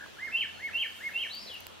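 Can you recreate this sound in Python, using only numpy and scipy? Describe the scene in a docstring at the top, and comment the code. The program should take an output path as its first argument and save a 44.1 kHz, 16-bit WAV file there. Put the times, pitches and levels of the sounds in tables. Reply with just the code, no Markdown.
"""Birdsong among walls

A bird whistles a two-note phrase three times, a low arch of pitch and then a high one, and ends on one
long, thin, higher arch; each note is a gliding, nearly pure tone. The end of a fluttering trill comes
first. Nearby walls reflect the whistles over a quiet outdoor hiss, a faint machine hum and far chirps.
A few tiny ticks and soft bumps, each a damped resonance, sound close by."""
import sys
import numpy as np
from scipy import signal
from scipy.io import wavfile
from scipy.ndimage import uniform_filter1d

SR = 44100
rng = np.random.default_rng(int(sys.argv[2]) if len(sys.argv) > 2 else 0)


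def wav_out(sig):
    """Save sig, one row per channel (or a flat mono array), as 16-bit PCM at SR to the path in sys.argv[1]."""
    wavfile.write(sys.argv[1], SR, np.round(np.clip(np.atleast_2d(sig).T, -1, 1) * 32767).astype(np.int16))


N = 79380

# spectrum of the hiss: (frequency [Hz], relative density [dB])
HISS_SPECTRUM = [(25, -33), (50, -14), (85, -8.5), (140, -8), (300, -7), (600, -7), (1100, -10),
                 (2000, -12), (3000, -9.5), (4500, -17), (7000, -22), (10000, -26), (13000, -27.5),
                 (16000, -35)]
# likeness of the hiss at left and right: (frequency [Hz], correlation [-1 to 1])
HISS_CORRELATION = [(30, -.5), (80, -0.35), (150, -0.53), (350, -0.49), (700, -0.22), (1500, -0.11),
                    (4000, 0.29), (9000, -0.27), (14000, 0.061)]
# swell of the treble of the hiss: (time [s], gain [dB])
HISS_TREBLE = [(0, -1.5), (.7, -0.5), (.93, 3), (1.249, 3), (1.55, 3), (1.8, -5)]
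# envelope of the rustle: (time [s], level [dB])
RUSTLE_ENVELOPE = [(.72, -83), (.8, -70), (.95, -67), (1.22, -71), (1.32, -91)]
# tones of a distant machine: (frequency [Hz], level [dB], left phase lead [rad])
HUM_TONES = [(86, -67, 1.45), (218, -69.5, 1.52)]
# soft bumps: (time [s], peak level [dB], burst decay [s], resonance [Hz])
BUMP_EVENTS = [(.061, -39, 0.0016, 990), (1.457, -46, 0.0082, 540), (1.497, -45.5, 0.01, 530),
               (1.7, -47, 0.0069, 440)]
# ticks: (time [s], gain [dB], scrape decay [s], left minus right [dB], gain of the lower modes [dB])
TICK_EVENTS = [(1.351, -35, 0.00094, 15, -11), (1.541, -35, 0.0035, 0, -6),
               (1.6054, -34.5, 0.00074, -9, -14), (1.6681, -23.5, .0001, -8.5, -0.5)]
# modes of a tick: (frequency [Hz], relative level [dB], T60 [s])
TICK_RESONANCES = [(2880, -7, 0.0034), (4600, -7, 0.002), (7860, -10, 0.0032), (10100, -9.5, 0.00096),
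                   (13600, -4, 0.0024), (14970, -18, .003)]
# reflections from ground and walls: (delay [s], spread [s], relative level [dB])
REFLECTIONS = [(.007, 0.0059, -6), (0.022, 0.0055, -9.5), (0.047, .0035, -11.5)]
# reverberation time of the yard: (frequency [Hz], T60 [s])
YARD_DECAY = [(1000, 0.18), (2000, 0.48), (3000, 0.56), (5000, 0.66), (14000, 0.1)]
# distant birds: (start [s], length [s], first pitch [Hz], last pitch [Hz], level [dB])
DISTANT_CHIRPS = [(0.533, 0.082, 4258, 4278, -60), (0.979, 0.048, 6950, 6536, -67.5),
                  (1.559, 0.1, 5920, 6150, -65)]
# strength of a whistle's overtones: (frequency [Hz], level relative to the fundamental [dB])
OVERTONE_SPECTRUM = [(3000, -44), (5400, -43), (6300, -37), (8500, -45), (11000, -45), (13200, -36),
                     (15500, -45)]
# arches before stretching and tuning: (time [s], pitch [Hz], relative level [dB])
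LOW_CONTOUR = [(0, 1380, -12.5), (.014, 1440, -23.5), (.02, 1620, -11.5), (.032, 1800, -8),
               (.044, 2010, -10), (.064, 2122, 0), (.085, 2135, 1.5), (.099, 2152, 0), (.106, 1860, -8.5),
               (.116, 1740, -2), (.122, 1350, -19), (.131, 1350, -12.5)]
HIGH_CONTOUR = [(0, 1400, -19), (.006, 2100, -19.5), (.013, 2550, -22.5), (.026, 2684, -10),
                (.044, 2715, 0.5), (.055, 2739, -2.5), (.067, 3046, -6.5), (.081, 3170, -5.5),
                (.099, 3160, -5.5), (.110, 2860, -1), (.119, 2300, -8), (.128, 2185, -11),
                (.134, 1779, -16), (.146, 1791, -11), (.152, 1250, -24)]
THIN_CONTOUR = [(0, 3400, -11), (.018, 3950, 0), (.031, 4100, -2), (.042, 4530, -1), (.098, 4707, -1.5),
                (.108, 5280, -12), (.15, 5320, -10), (.168, 4643, -11), (.186, 4080, -0.5),
                (.198, 3480, -10), (.216, 3290, -1.5), (.234, 2920, -1.5), (.255, 2820, -2),
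                (.27, 2650, 0.5)]
# notes: (start [s], length [s], top pitch [Hz], gain [dB], swell [dB], left minus right [dB])
LOW_WHISTLES = [(0.167, .131, 2141, -36, -1, -1), (0.575, 0.13, 2195, -37.5, 4, -0.5),
                (.988, .120, 2179, -37, 1, 1.5)]
HIGH_WHISTLES = [(.307, 0.15, 3156, -27, -2.17, -1.26), (.716, 0.15, 3185, -27.5, 0.88, -1.03),
                 (1.121, .151, 3182, -29.5, -2.16, -1.05)]
THIN_WHISTLES = [(1.290, .27, 5330, -44, 0.011, 2.7)]

WAVER_STEP_S, EDGE_S = .002, .0029  # pace of the birds' pitch waver; ramp at a note's edge


def amp(db):
    """Amplitude grows tenfold for every 20 dB."""
    return 10 ** (np.asarray(db) / 20)


def unit(x):
    """Normalisation to an rms of 1."""
    return x / np.sqrt(np.mean(x ** 2) + 1e-20)


def read(points, hz):
    """Interpolation on a logarithmic frequency axis."""
    f, value = np.transpose(points)
    return np.interp(np.log(hz + 1), np.log(f + 1), value)


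def pan(db):
    """A level difference between left and right gives direction."""
    return amp([[db / 2], [-db / 2]])


def add(mix, start, sound):
    """Superposition: a sound joins the mix at its start time."""
    part = mix[..., round(start * SR):][..., :sound.shape[-1]]
    part += sound[..., :part.shape[-1]]


def drift(t, step_s):
    """Random modulation: Gaussian values joined by straight lines."""
    return np.interp(t / step_s, np.arange(2048), rng.standard_normal(2048))


def resonate(x, hz, width_hz):
    """A damped resonator favours a band about its natural frequency."""
    pole = np.exp((-np.pi * width_hz + 2j * np.pi * hz) / SR)
    return signal.lfilter([1 - abs(pole)], [1, -pole], x).real


def outdoor_hiss(level_db=-49.5, patch_db=1.5, treble_hz=12500):
    """Spectrally shaped noise, partly correlated between left and right, with faint drifting patches."""
    hz = np.fft.rfftfreq(1024, 1 / SR)[:, None]
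    a, b, c, d, patches = rng.standard_normal((N // 256 + 5, 513, 5)).T
    patches = unit(uniform_filter1d(uniform_filter1d(patches, size=12, axis=0), size=14, axis=1))
    correlation = read(HISS_CORRELATION, hz)
    left = a + 1j * b
    right = correlation * left + np.sqrt(1 - correlation ** 2) * (c + 1j * d)
    swell = np.interp(np.linspace(0, N / SR, left.shape[1]), *np.transpose(HISS_TREBLE))
    gain = amp(read(HISS_SPECTRUM, hz) + patch_db * patches + np.minimum(hz / treble_hz, 1) * swell)
    hiss = signal.istft(np.array([left, right]) * gain, nperseg=1024, noverlap=768)[1]
    return amp(level_db) * unit(hiss[:, :N])


def rustle(hz=12100, width_hz=1200):
    """Band-pass noise, thin and high, swells and fades under a flickering envelope."""
    t = np.arange(N) / SR
    band = resonate(resonate(rng.standard_normal((2, N)), hz, width_hz), hz, 2 * width_hz)
    return unit(band) * amp(np.interp(t, *np.transpose(RUSTLE_ENVELOPE)) + 2 * drift(t, .022))


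def machine_hum(waver_db=3):
    """Slow amplitude and phase modulation makes a distant machine's two low tones waver."""
    out, t = np.zeros((2, N)), np.arange(N) / SR
    for hz, db, lead in HUM_TONES:
        envelope = np.sqrt(2) * amp(db + waver_db * drift(t, .104))
        phase = 2 * np.pi * hz * t + 1.2 * drift(t, .152)
        out += envelope * np.sin([phase + lead, phase])
    return out


def ticks(scrape_gain=.23, body_below_hz=7000):
    """Modal ringing: an impulse and a brief scrape excite quickly damped modes."""
    out, t = np.zeros((2, N)), np.arange(4096) / SR
    for start, db, scrape_s, side_db, body_db in TICK_EVENTS:
        force = (t == 0) + scrape_gain * rng.standard_normal((2, len(t))) * np.exp(-t / scrape_s)
        force /= np.linalg.norm(force[0])
        ring = sum(amp(mode_db - 60 * t / t60 + body_db * (hz < body_below_hz))
                   * np.sin(2 * np.pi * hz * t) for hz, mode_db, t60 in TICK_RESONANCES)
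        add(out, start, pan(side_db) * amp(db) * signal.fftconvolve(force, ring[None], axes=1))
    return out


def bumps(width_hz=320):
    """Forced response: a decaying noise burst drives one low, broad resonance."""
    out, t = np.zeros(N), np.arange(4096) / SR
    for start, db, decay_s, hz in BUMP_EVENTS:
        burst = rng.standard_normal(len(t)) * np.exp(-t / decay_s)
        ring = resonate(resonate(burst, hz, width_hz), hz, hz)
        add(out, start, amp(db) * ring / abs(ring).max())
    return out


def yard(direct, wet_db, tail_db=-10.5, onset_s=.024, shared=.6, left_lead_rad=.6):
    """Reverberation: early reflections and a diffuse tail follow the direct sound."""
    hz, t, spectra = signal.stft(rng.standard_normal((3, SR)), SR, nperseg=256)
    spectra *= amp(-60 * t / read(YARD_DECAY, hz)[:, None]) * np.minimum(t / onset_s, 1)
    paths = signal.istft(spectra, SR, nperseg=256)[1]  # common to both sides, left only, right only
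    paths *= amp(tail_db) / np.linalg.norm(paths[0])
    t = np.arange(paths.shape[1]) / SR
    for delay, spread, db in REFLECTIONS:
        cluster = rng.standard_normal(paths.shape) * np.exp(-.5 * ((t - delay) / spread) ** 2)
        paths += amp(db) * cluster / np.linalg.norm(cluster[0])
    response = np.sqrt(shared) * paths[0] + np.sqrt(1 - shared) * paths[1:]
    heard = direct + amp(wet_db) * signal.fftconvolve(np.atleast_2d(direct), response, axes=1)[:, :N]
    # a phase lead: the left side hears it slightly first
    return (signal.hilbert(heard) * np.exp(1j * np.array([[left_lead_rad], [0]]))).real


def far_chirps(waver=.011):
    """Frequency glides under half-sine envelopes: the faint calls of other birds."""
    out = np.zeros(N)
    for start, length, from_hz, to_hz, db in DISTANT_CHIRPS:
        t = np.arange(0, length, 1 / SR)
        hz = (from_hz + (to_hz - from_hz) * t / length) * (1 + waver * drift(t, WAVER_STEP_S))
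        tone = np.sqrt(2) * np.sin(2 * np.pi * np.cumsum(hz) / SR)
        add(out, start, amp(db) * np.sin(np.pi * t / length) * tone)
    return out


def trill(pitch_hz=1535, swing_hz=149, flutter_hz=68.7, peak_db=-41, dip_db=14, fade_db_per_s=280):
    """Joint frequency and amplitude modulation: pitch and loudness flutter together, then fade."""
    peak_s, end_s = .041, .051
    t = np.arange(N) / SR
    flutter = np.cos(2 * np.pi * flutter_hz * (t - peak_s))
    tone = np.sin(2 * np.pi * np.cumsum(pitch_hz + swing_hz * flutter) / SR)
    db = peak_db + dip_db * (flutter - 1) / 2 - fade_db_per_s * np.maximum(t - peak_s, 0)
    return np.sqrt(2) * tone * amp(db) * np.clip((end_s - t) / EDGE_S, 0, 1)


def whistles(contour, notes, waver):
    """Frequency modulation: a tone with weak harmonics follows an arch, stretched and tuned per note."""
    out = np.zeros((2, N))
    times, pitch, level = np.transpose(contour)
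    for start, length, top_hz, db, swell_db, side_db in notes:
        t = np.arange(0, length, 1 / SR)
        place = t / length * times[-1]
        hz = uniform_filter1d(np.interp(place, times, pitch), size=120) * top_hz / pitch.max()
        phase = 2 * np.pi * np.cumsum(hz * (1 + waver * drift(t, WAVER_STEP_S))) / SR
        overtones = sum(amp(read(OVERTONE_SPECTRUM, k * hz)) * np.sin(k * phase) * (k * hz < SR / 2)
                        for k in range(2, 7))
        envelope = amp(db + np.interp(place, times, level) + swell_db * (t / length - .5))
        edges = np.clip(np.minimum(t, length - t) / EDGE_S, 0, 1)
        add(out, start, np.sqrt(2) * (np.sin(phase) + overtones) * envelope * edges * pan(side_db))
    return out


def scene():
    """Superposition of the reverberant birds, the background and the dry ticks and bumps."""
    low = whistles(LOW_CONTOUR, LOW_WHISTLES, waver=.0025)
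    high = whistles(HIGH_CONTOUR, HIGH_WHISTLES, waver=.0044)
    closing = whistles(THIN_CONTOUR, THIN_WHISTLES, waver=.019)
    birds = yard(low + high + far_chirps(), wet_db=0)
    birds += yard(trill(), wet_db=-3) + yard(closing, wet_db=2.5)
    return birds + outdoor_hiss() + rustle() + machine_hum() + ticks() + bumps()


def record(dry):
    """Band limiting: a low-pass filter removes the highest treble."""
    lowpass = signal.firwin(511, cutoff=15950, window=("kaiser", 9), fs=SR)
    return signal.oaconvolve(dry, lowpass[None], "same")


dry = scene()
out = record(dry)
wav_out(out)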